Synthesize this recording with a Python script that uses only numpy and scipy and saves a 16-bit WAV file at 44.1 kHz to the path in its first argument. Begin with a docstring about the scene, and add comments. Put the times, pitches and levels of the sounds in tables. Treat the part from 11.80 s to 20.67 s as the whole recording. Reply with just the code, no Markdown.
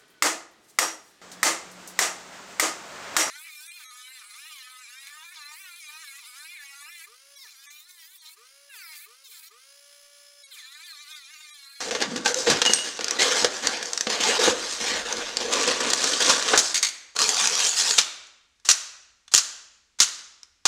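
"""A table in a small bare room: a cardboard box of building bricks is opened and tipped out, close up.
The card sticks and slips as it scrapes, its panels knock and groan, and the flaps snap free.
Crinkling plastic bags slide out, a booklet slaps down, a loose plate skips, and hands sweep up.
Then five bags drop one by one, each a burst of clacking bricks that echoes off the walls."""
import sys
import numpy as np
from scipy import signal
from scipy.fft import rfft, irfft, next_fast_len
from scipy.io import wavfile

SR = 44100
rng = np.random.default_rng(int(sys.argv[2]) if len(sys.argv) > 2 else 0)


def transcribe(signal):
    """Save signal, clipped to [-1, 1], as a 16-bit WAV file at the path in sys.argv[1]."""
    frames = np.atleast_2d(signal).T
    limited = np.clip(frames, -1, 1)
    pcm = np.round(limited * 32767).astype(np.int16)
    wavfile.write(sys.argv[1], SR, pcm)


N = 391166
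HZ = np.fft.rfftfreq(4096, 1 / SR)  # frequency axis of the material colours


def amp(db):
    """Decibels to gain."""
    return 10 ** (np.asarray(db) / 20)


def unit(x):
    """Scales to rms 1."""
    return x / np.sqrt(np.mean(x ** 2) + 1e-20)


def curve(points, hz=HZ):
    """Interpolates a table on a log-frequency axis."""
    points_hz, values = np.transpose(points)
    return np.interp(np.log(hz + 1), np.log(points_hz + 1), values)


def add(mix, start_s, sound):
    """Mixes a sound in at its start time."""
    part = mix[max(round(start_s * SR), 0):][:len(sound)]
    part += sound[:len(part)]


def lifts(modes):
    """The dB humps that resonances put on a spectrum."""
    return sum(db / (1 + (2 * (HZ - hz) / width) ** 2) for hz, width, db in modes)


def causal(gain):
    """Minimum-phase impulse response of a gain curve, with energy 1."""
    log_gain = np.log(np.maximum(gain / gain.max(), 1e-5))
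    phase = -signal.hilbert(np.r_[log_gain, log_gain[-2:0:-1]]).imag[:len(gain)]
    response = irfft(np.exp(log_gain + 1j * phase))
    return response / np.linalg.norm(response)


def bands(colour_db, edges_hz=(900, 4000)):
    """Splits a colour into hollow lows, middle and sharp highs, each of power 1."""
    low, high = (1 / (1 + (HZ / edge) ** 8) for edge in edges_hz)
    return [unit(amp(colour_db) * np.sqrt(share)) for share in (low, abs(high - low), 1 - high)]


def clicks(per_s, spread_db):
    """Random clicks: most are small, a few are large."""
    size = amp(spread_db * np.minimum(rng.exponential(1, N), 4.5))
    return size * rng.choice([-1, 1], N) * (rng.random(N) < per_s / SR)


def rattle(per_s, spread_db, low_hz, high_hz, t60_s, pieces=24):
    """Many small pieces, each ticking at its own pitch."""
    out = np.zeros(N)
    radius = amp(-60 / (t60_s * SR))
    for hz in np.geomspace(low_hz, high_hz, pieces):
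        poles = [1, -2 * radius * np.cos(2 * np.pi * hz / SR), radius ** 2]
        out += signal.lfilter([1, 0, -1], poles, clicks(per_s / pieces, spread_db))
    return unit(out)


def fuzzy_tone(hz, width_hz, envelope):
    """A resonance shaken at random, with the energy of its envelope."""
    n = len(envelope)
    offset_hz = np.fft.fftfreq(next_fast_len(n + SR // 4), 1 / SR)
    phases = 2j * np.pi * rng.random(len(offset_hz))
    wander = np.fft.ifft(np.exp(-(2 * offset_hz / width_hz) ** 2 + phases))[:n]
    carrier = np.exp(2j * np.pi * np.cumsum(hz * np.ones(n)) / SR)
    tone = envelope * (wander * carrier).real
    return tone * np.linalg.norm(envelope) / np.linalg.norm(tone)


def unsteady(grain, patchy_db, wobble_db, patch_hz=260, drift_s=0.035):
    """The contact keeps moving: resonances come and go, and the pressure wobbles."""
    hz, t, spectrum = signal.stft(grain, SR, nperseg=512)
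    over_hz, over_s = np.fft.fftfreq(len(hz), hz[1])[:, None], np.fft.fftfreq(len(t), t[1])
    slow = np.exp(-(2 * drift_s * over_s) ** 2)
    gain_db = 0
    for depth_db, breadth in (patchy_db, np.exp(-(2 * patch_hz * over_hz) ** 2)), (wobble_db, over_hz == 0):
        noise = np.fft.fft2(rng.standard_normal(spectrum.shape))
        gain_db += depth_db * unit(np.fft.ifft2(noise * breadth * slow).real)
    return unit(signal.istft(spectrum * amp(gain_db), SR, nperseg=512)[1][:N])


def rub(strokes, grain, colour_db, trim_db, hollow_trim_db=0, swell_db=6.5, ease_db=8.5, grip_s=0.0066):
    """Strokes: grain excites the material; pressure swells to a crest and eases off."""
    drives = np.zeros((3, N))
    for start, length, crest, db, hollow_db, sharp_db in strokes:
        t = np.arange(0, length + grip_s, 1 / SR)
        pressure_db = np.interp(t, [0, crest * length, length], [-swell_db, 0, -ease_db])
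        grip = np.clip(np.minimum(t, t[-1] - t) / grip_s, 0, 1)
        for drive, band_db in zip(drives, (hollow_db + hollow_trim_db, 0, sharp_db)):
            add(drive, start, grip * amp(db + pressure_db + band_db))
    textures = [signal.oaconvolve(grain, causal(band))[:N] for band in bands(colour_db)]
    return amp(trim_db) * np.sum(drives * textures, axis=0)


def blows(hits, grain, colour_db, trim_db, ring_db, width_at_3k_hz, crack):
    """Each blow is a first crack and a dying burst of grain, ringing in the struck thing."""
    out, t = np.zeros(N), np.arange(SR // 6) / SR
    for start, db, hollow_db, sharp_db, decay_s, hz in hits:
        burst = grain[rng.integers(N - len(t)):][:len(t)] * np.exp(-t / decay_s)
        burst /= np.linalg.norm(burst)
        burst[0] += crack * np.exp(-decay_s / 0.0082)  # shorter blows get more crack
        ring = lifts([(hz, width_at_3k_hz * np.sqrt(hz / 3000), ring_db)])
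        low, middle, top = bands(colour_db + ring)
        gain = np.sqrt((low * amp(hollow_db)) ** 2 + middle ** 2 + (top * amp(sharp_db)) ** 2)
        sound = signal.fftconvolve(burst, causal(gain))
        energy = np.mean(gain ** 2) * decay_s * SR / 2
        add(out, start, amp(db + trim_db) * np.sqrt(energy) * sound / np.linalg.norm(sound))
    return out


# Colour of the room tone: frequency_hz, gain_db
ROOM_TONE_COLOUR = [(25, -8.5), (45, -5.5), (70, 0), (110, -17), (250, -14.5), (600, -22.5), (2000, -14.5),
                    (7000, -17), (15000, -43)]


def room_tone(level_db=-70.5):
    """A faint bed of rumble and hiss."""
    colour = amp(curve(ROOM_TONE_COLOUR, np.fft.rfftfreq(N, 1 / SR)))
    return amp(level_db) * unit(irfft(rfft(rng.standard_normal(N)) * colour, N))


# Colour of cardboard: frequency_hz, gain_db
CARD_COLOUR = [(35, -46), (60, -17.5), (130, -27), (205, -13.5), (290, -5), (480, -5), (700, -8.5),
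               (1100, -10), (1700, -7.5), (2300, -10.5), (3500, -7), (6400, -1.5), (8200, -11),
               (10500, -23.5), (15500, -40.5)]
# Resonances of the panels and the air inside: pitch_hz, width_hz, lift_db
BOX_RESONANCES = [(217, 14, 5.5), (491, 65, 5.5), (1655, 190, 3)]
BOX_COLOUR_DB = curve(CARD_COLOUR) + lifts(BOX_RESONANCES)
# Fingers work the flaps, then the box is turned and dragged. Levels are ahead of each layer's trim;
# hollow and sharp are against the mids: start_s, length_s, crest_fraction, level_db, hollow_db, sharp_db
BOX_SCRAPES = [(0, 0.099, 0, -30.5, 0.5, 0.5), (.11, 0.091, 0.1, -32, 0, -2),
               (.2, 0.061, 0.38, -25.5, -5, -8), (.26, 0.2, 0.29, -40.5, 4, -1),
               (.445, 0.078, 0.63, -29, -2, 4), (.55, 0.17, 0.13, -36, -0.5, 6.5),
               (.66, .11, 0.37, -25, -0.5, -8), (.77, 0.062, .2, -34, -3.5, -2),
               (.845, 0.18, 0.38, -33, -7, 5.5), (1.03, 0.15, 0.36, -34.5, -6, 1),
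               (1.19, 0.19, 0.95, -31, -5, -4.5), (1.385, 0.14, 0.14, -20, -9.5, -1),
               (1.51, 0.12, 0.47, -23, -9.5, 0.5), (1.62, 0.066, 0.23, -30, 2, -1.5),
               (1.7, 0.16, 0.44, -36.5, -7.5, 1), (1.82, .21, 0.13, -30, -5.5, -4.5),
               (2.02, 0.29, 0.076, -39.5, -1.5, 3.5), (2.29, .12, 0.1, -25.5, -4.5, -3),
               (2.4, 0.18, 0.46, -20.5, -8.5, -1.5), (2.59, 0.13, .55, -19.5, -6, -0.5),
               (2.72, 0.39, 0.57, -33.5, -10, 2), (3, 0.27, 0.41, -29.5, -4.5, -1),
               (3.25, 0.38, 0.19, -30.5, -3, -3), (3.6, 0.24, 0.6, -31.5, -1.5, 0)]


def box_scrapes(grain):
    """Fibres stick and slip under a fine rasp; the hollow box colours both."""
    rasp = unsteady(grain, patchy_db=2.5, wobble_db=1.1)
    return rub(BOX_SCRAPES, rasp, BOX_COLOUR_DB, trim_db=-0.85, hollow_trim_db=-2)


# Bumps and thumps on the box: start_s, level_db, hardness_db, decay_s
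BOX_BUMPS = [(.109, -23, -3, .007), (.15, -22.5, -6, .011), (.223, -14.5, -4, .0035),
             (.36, -25.5, -1, .009), (.377, -26.5, -4, .005), (.459, -14, -2.5, .006),
             (.67, -21, -8.5, .02), (.7, -17, 1, .02), (.82, -20, -3, .008), (0.861, -17, -0.5, .012),
             (.895, -25.5, -10.5, .011), (1.191, -23.5, -6.5, .003), (1.209, -24, -1, .005),
             (1.42, -14.5, -2, 0.0015), (1.645, -10.5, -4.5, 0.0063), (2.269, -21, -8, .008),
             (2.676, -20.5, -14, .014)]


def box_knocks(grain, ring_hz=1600):
    """Struck panels: hard knocks click, soft ones boom."""
    hits = [(start, db, -9.5 - 1.27 * hardness_db, hardness_db, decay_s, ring_hz)
            for start, db, hardness_db, decay_s in BOX_BUMPS]
    return blows(hits, grain, BOX_COLOUR_DB, trim_db=-0.9, ring_db=1.5, width_at_3k_hz=600, crack=0.14)


# Rubbed panels groan: start_s, length_s, pitch_hz, glide_hz, width_hz, level_db
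PANEL_GROANS = [(.231, 0.23, 214, 77.5, 159, -35.5), (.445, 0.028, 788, 53.5, 91, -23),
                (.446, 0.034, 1527, 51.5, 91, -26.5), (.465, .07, 500, -2.5, 29.55, -35),
                (.55, .07, 512, -9.5, 30.5, -31), (.66, .06, 468, 33.5, 49.9, -24.5),
                (.69, 0.073, 190, -59.5, 110, -35.5), (1.38, .07, 1900, 330.5, 250, -26),
                (1.393, 0.23, 493, -24.5, 130, -35.5), (2.411, .095, 909, -137, 130, -31),
                (2.461, 0.064, 397, 116.5, 150, -27.5), (2.57, 0.081, 467, -23, 128, -27),
                (2.64, .16, 506.4, -9.5, 60, -32), (3.048, 0.17, 2282, -500, 700, -33.5)]
TABLE_RUMBLE = (2.5, 1.8, 42, 0, 40, -60.5)  # under the dragged box, same columns


def box_groans():
    """Rubbed resonances swell, glide and fade."""
    out = np.zeros(N)
    for start, length, hz, glide_hz, width_hz, db in [*PANEL_GROANS, TABLE_RUMBLE]:
        arch = np.sin(np.linspace(0, np.pi, round(length * SR)))
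        pitch_hz = np.linspace(hz, hz + glide_hz, len(arch))
        add(out, start, amp(db) * fuzzy_tone(pitch_hz, width_hz, arch))
    return out


def snap(start, db, hz, pivot_hz=3750, hollow_db=-16):
    """One snap as a blow: the smaller the patch that flips, the higher, shorter and sharper it is."""
    sharp_db = 11 * np.log2(hz / pivot_hz)
    middle_db = db - 10 * np.log10(1 + amp(sharp_db) ** 2)
    return start, middle_db, hollow_db, sharp_db, 0.0035 * pivot_hz / hz, hz


def stray_snaps(strokes, above_db, low_hz, high_hz, count, spread_db=10):
    """Each stroke sets off a few small snaps at random, louder under more pressure."""
    return [snap(start + when * length, db + above_db + spread_db * size,
                 low_hz * (high_hz / low_hz) ** pitch)
            for start, length, _, db, _, _ in strokes for when, size, pitch in rng.random((count, 3))]


# Crisp flicks of the flaps: start_s, level_db, pitch_hz
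FLAP_FLICKS = [(0.478, -10.5, 5160), (0.544, -6.5, 6440), (0.769, -15.5, 2860), (0.817, -3.5, 3030),
               (0.852, -7, 2880), (0.935, 4, 8700), (0.985, -19.5, 2860), (1.244, -8, 6300),
               (1.282, -10.5, 5070), (1.309, -5.5, 5660), (1.871, -2.5, 4540), (2.028, -14.5, 4650),
               (2.057, -15.5, 6280), (2.133, -8.5, 5940), (2.176, -8, 5330), (2.209, -5, 5950),
               (3.326, -9, 6150), (3.57, -6, 4600)]


def flap_snaps(grain):
    """Flap edges catch and flick free."""
    hits = [snap(*row) for row in FLAP_FLICKS]
    hits += stray_snaps(BOX_SCRAPES, above_db=1, low_hz=3500, high_hz=7000, count=2)
    return blows(hits, grain, BOX_COLOUR_DB, trim_db=-6, ring_db=5.5, width_at_3k_hz=650, crack=0.16)


# Thin pings after sharp knocks: start_s, pitch_hz, width_hz, level_db, t60_s
THIN_PINGS = [(.853, 2880, 165, -20, .37), (.935, 8520, 300, -24, .27), (.975, 2890, 140, -31, .3),
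              (5.028, 2008, 350, -31, .11)]


def pings(steady=0.81, rough=0.74):
    """Narrow, slightly rough rings that hang on briefly after a knock."""
    out, t = np.zeros(N), np.arange(SR // 2) / SR
    for start, hz, width_hz, db, t60_s in THIN_PINGS:
        fall = amp(db - 60 * t / t60_s)
        pure = np.sqrt(2) * fall * np.sin(2 * np.pi * hz * t)
        add(out, start, rough * fuzzy_tone(hz, width_hz, fall) + steady * pure)
    return out


# Colour of sliding plastic film: frequency_hz, gain_db
FILM_COLOUR = [(35, -60), (60, -22.5), (135, -23), (272, -2), (305, -6), (453, -2.5), (498, 1.5),
               (830, -11.5), (1020, -0.5), (1320, -3.5), (1710, -1.5), (2150, -8), (5850, -2.5),
               (7730, -6.5), (15500, -44)]
# Bags leave the tipped box: start_s, length_s, crest_fraction, level_db, hollow_db, sharp_db
BAG_SLIDES = [(3.71, .3, 0.57, -25.5, -5.5, -1.5), (4, 0.16, 0.44, -27.5, -2, -1),
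              (4.16, 0.27, 0.49, -27, -7.5, 2.5), (4.4, .24, .3, -24, -7, 1), (4.64, .17, .5, -27, -6, 0.5),
              (4.81, .12, 0.13, -38.5, -20, 12.5)]


def bag_slides(grain):
    """Film crinkles and hisses out of the box while the bricks inside tick against each other."""
    rustle = unsteady(grain, patchy_db=1.1, wobble_db=1.17)
    return rub(BAG_SLIDES, rustle, curve(FILM_COLOUR), trim_db=-0.84, hollow_trim_db=2)


# Brighter colour of crackling and swept bags: frequency_hz, gain_db
CRINKLE_COLOUR = [(35, -54.5), (60, -23.5), (123, -29.5), (156, -21.5), (278, -15.5), (359, -17), (423, -7),
                  (599, -11.5), (739, -7), (811, -11.5), (869, -7), (1670, -3.5), (2150, -7), (6730, 3.5),
                  (15500, -32.5)]
# Single crackles and clacks from the bags: start_s, level_db, pitch_hz
CRACKLES = [(3.727, -10.5, 3540), (3.736, -4.5, 4700), (4.103, -6, 6480), (4.134, -1.5, 4110),
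            (4.241, -3.5, 5760), (4.335, -8.5, 3170), (4.405, -6.5, 4880), (4.424, -6, 6340),
            (4.685, -8, 3160), (5.364, -9, 4090), (5.397, -10, 6480), (5.417, -3, 5460),
            (5.491, -0.5, 6830), (5.673, -1.5, 5660), (5.753, -7, 7090), (6.109, -3, 4430),
            (6.47, -35, 6600), (6.799, -45.5, 5930), (7.479, -32, 3450), (7.549, 7, 7080),
            (8.288, -20.5, 6200), (8.39, -31, 3600), (8.632, -25.5, 5170)]


def bag_crackles(crinkle):
    """Film buckles; bricks clack and settle."""
    hits = [snap(*row) for row in CRACKLES]
    hits += stray_snaps(BAG_SLIDES + BAG_SWEEPS, above_db=8.5, low_hz=4000, high_hz=7200, count=5)
    colour_db = curve(CRINKLE_COLOUR)
    return blows(hits, crinkle, colour_db, trim_db=-7.5, ring_db=8, width_at_3k_hz=440, crack=0.45)


# Colour of hard plastic on the table: frequency_hz, gain_db
BRICK_COLOUR = [(29, -67.5), (50, -38.5), (192, -28), (275, -24), (579, -21.5), (754, -19), (850, -19.5),
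                (958, -15), (1660, -13), (2330, -14), (2960, -8.5), (3340, -7.5), (3860, -5.5), (7030, -1),
                (15500, -33.5)]
# Two landings as the box empties, then five drops:
# start_s, level_db, hollow_db, sharp_db, ring_hz, film_lead_s, far_end_lag_s, far_end_relative_db
BAG_DROPS = [(4.496, -16, 1.5, 2.5, 5700, 0.0087, .012, -8), (4.776, -18, -5, 10.5, 6500, .01, 0.022, -13),
             (6.1822, -12.5, -12, 1, 4000, .012, .0045, -2), (6.8883, -14, -9.5, 8, 5930, .041, 0.023, -5),
             (7.5386, -16.5, -9, 9, 5900, 0.025, .04, -3.5), (8.2024, -12, -12, 6, 6270, .016, 0.026, -10),
             (8.854, -14, -5.5, 2, 5000, 0.0031, 0.015, -7)]


def bag_landings(impact_decay_s=0.0094, tumble_decay_s=0.016):
    """The film brushes the table; then dozens of bricks hit it within a few hundredths of a second."""
    bricks = rattle(per_s=6000, spread_db=0.5, low_hz=1210, high_hz=10000, t60_s=0.011)
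    grain = unit(bricks + 1.3 * unit(clicks(per_s=5500, spread_db=3)))
    brushes, hits = [], []
    for start, db, hollow_db, sharp_db, hz, lead_s, lag_s, far_db in BAG_DROPS:
        loose = hollow_db - 7.5, sharp_db + 2.5  # brick on brick: less table, more treble
        brushes.append((start - lead_s, lead_s, 0.1, db, hollow_db, sharp_db))
        hits += [(start, db, hollow_db, sharp_db, impact_decay_s, hz),  # the near end hits
                 (start + lag_s / 2, db - 8, *loose, tumble_decay_s, hz),  # bricks tumble
                 (start + lag_s, db + far_db, *loose, impact_decay_s, hz)]  # the far end flops down
    colour_db = curve(BRICK_COLOUR)
    film = rub(brushes, grain, colour_db, trim_db=-26)
    clacks = blows(hits, grain, colour_db, trim_db=-1.57, ring_db=3.5, width_at_3k_hz=520, crack=0.18)
    return film + clacks


# The booklet lands: start_s, level_db, hollow_db, sharp_db, decay_s, ring_hz
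BOOKLET_FALL = [(4.7345, -13, -4.5, -21, 0.021, 1205)]


def booklet_slap(grain):
    """Paper falls flat with a broad midrange smack."""
    colour_db = curve(CARD_COLOUR)
    return blows(BOOKLET_FALL, grain, colour_db, trim_db=-1, ring_db=17, width_at_3k_hz=3300, crack=2.8)


# Resonances of the loose plate: pitch_hz, width_hz, lift_db
PLATE_RESONANCES = [(2200, 600, 12), (3686, 330, 4), (4500, 430, 8.5), (5670, 300, 10.5), (6470, 342, 11.5),
                    (8200, 440, 2.5)]
# The plate clatters on the table: start_s, level_db, bounce_gap_s, loss_per_bounce_db
PLATE_SKIPS = [(4.9439, -28, .011, 1), (5.028, -24.5, .02, 4.5)]


def plate_clatter(bounces=4, hollow_db=-24.5, sharp_db=5.5, decay_s=0.0095, notch_hz=5640):
    """A stiff plastic plate skips on its edges, each bounce weaker; its modes die almost at once."""
    hits = [(start + k * gap_s, db - k * loss_db, hollow_db, sharp_db, decay_s, notch_hz)
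            for start, db, gap_s, loss_db in PLATE_SKIPS for k in range(bounces)]
    colour_db = curve(BRICK_COLOUR) + lifts(PLATE_RESONANCES)
    noise = rng.standard_normal(N)
    return blows(hits, noise, colour_db, trim_db=5.5, ring_db=-8, width_at_3k_hz=400, crack=0.42)


# Hands push the bags aside: start_s, length_s, crest_fraction, level_db, hollow_db, sharp_db
BAG_SWEEPS = [(5.35, .04, 1, -39, -1.5, 4), (5.38, 0.2, 0.19, -22.5, -10, 4.5),
              (5.575, 0.29, 0.083, -25, -11.5, 3), (5.781, .24, 0.84, -28.5, -18.5, 5.94),
              (6, 0.22, .25, -28, -10.5, 6.9)]


def bag_sweeps(grain):
    """Film hisses over the table, with bricks ticking inside."""
    rustle = unsteady(grain, patchy_db=3.5, wobble_db=1.4)
    return rub(BAG_SWEEPS, rustle, curve(CRINKLE_COLOUR), trim_db=-2.2, hollow_trim_db=2.5)


# Reverb time of the bare room: frequency_hz, t60_s
ROOM_DECAY = [(150, 0.92), (400, 0.856), (1040, 0.817), (2760, 0.79), (7000, 0.66), (10000, 0.51),
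              (15000, 0.42)]
# Colour of the reverb tail: frequency_hz, gain_db
TAIL_COLOUR = [(60, -16.5), (200, -0.5), (500, 0), (1500, 3), (3000, 0.5), (6500, -1.5), (12000, 1.5)]


def room(direct, tail_db=-12, early_db=-17, build_s=0.0067, turn_hz=110, tails=4):
    """A few early reflections off table and walls, then a tail whose treble dies first."""
    out, time = direct.copy(), np.arange(N) / SR
    reflection = amp(early_db) * np.convolve(direct, [0.3, 0.4, 0.3])
    for delay_s in np.geomspace(0.003, 0.025, num=6):
        add(out, delay_s * rng.uniform(0.9, 1.1), rng.choice([-1, 1]) * reflection)
    # successive clicks start from different spots, so they take turns in feeding different tails
    for k in range(tails):
        send = np.maximum(np.sin(2 * np.pi * (turn_hz * time + k / tails)), 0)
        hz, t, noise = signal.stft(rng.standard_normal(SR), SR, nperseg=256)
        fade_db = curve(TAIL_COLOUR, hz)[:, None] - 60 * t / curve(ROOM_DECAY, hz)[:, None]
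        tail = signal.istft(noise * amp(fade_db), SR, nperseg=256)[1]
        tail *= 1 - np.exp(-(np.arange(len(tail)) / SR / build_s) ** 2)
        out += amp(tail_db) * signal.oaconvolve(direct * send, tail / np.linalg.norm(tail))[:N]
    return out


def scene():
    """Grains of card, film and bricks drive the action on the table, heard in the room."""
    fibres = unit(unit(clicks(per_s=1800, spread_db=3)) + 0.876 * rng.standard_normal(N))
    box = box_scrapes(fibres) + box_groans() + box_knocks(fibres) + flap_snaps(fibres)
    booklet = booklet_slap(fibres)
    crinkle = unit(unit(clicks(per_s=900, spread_db=2)) + 0.6 * rng.standard_normal(N))
    ticks = rattle(per_s=630, spread_db=0, low_hz=2280, high_hz=10016, t60_s=0.0076)
    full_bag = unit(crinkle + 0.5 * ticks)
    bags = bag_slides(full_bag) + bag_sweeps(full_bag) + bag_crackles(crinkle) + bag_landings()
    return (room(box + booklet + bags + plate_clatter() + pings()) + room_tone())[None]


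def record(dry, cutoff_hz=15750):
    """Any clack above full scale clips; a steep low-pass takes off the very top."""
    lowpass = signal.firwin(511, cutoff_hz, window=("kaiser", 9), fs=SR)
    return signal.oaconvolve(np.clip(dry, -1, 1), lowpass[None], "same")


dry = scene()
out = record(dry)
transcribe(out)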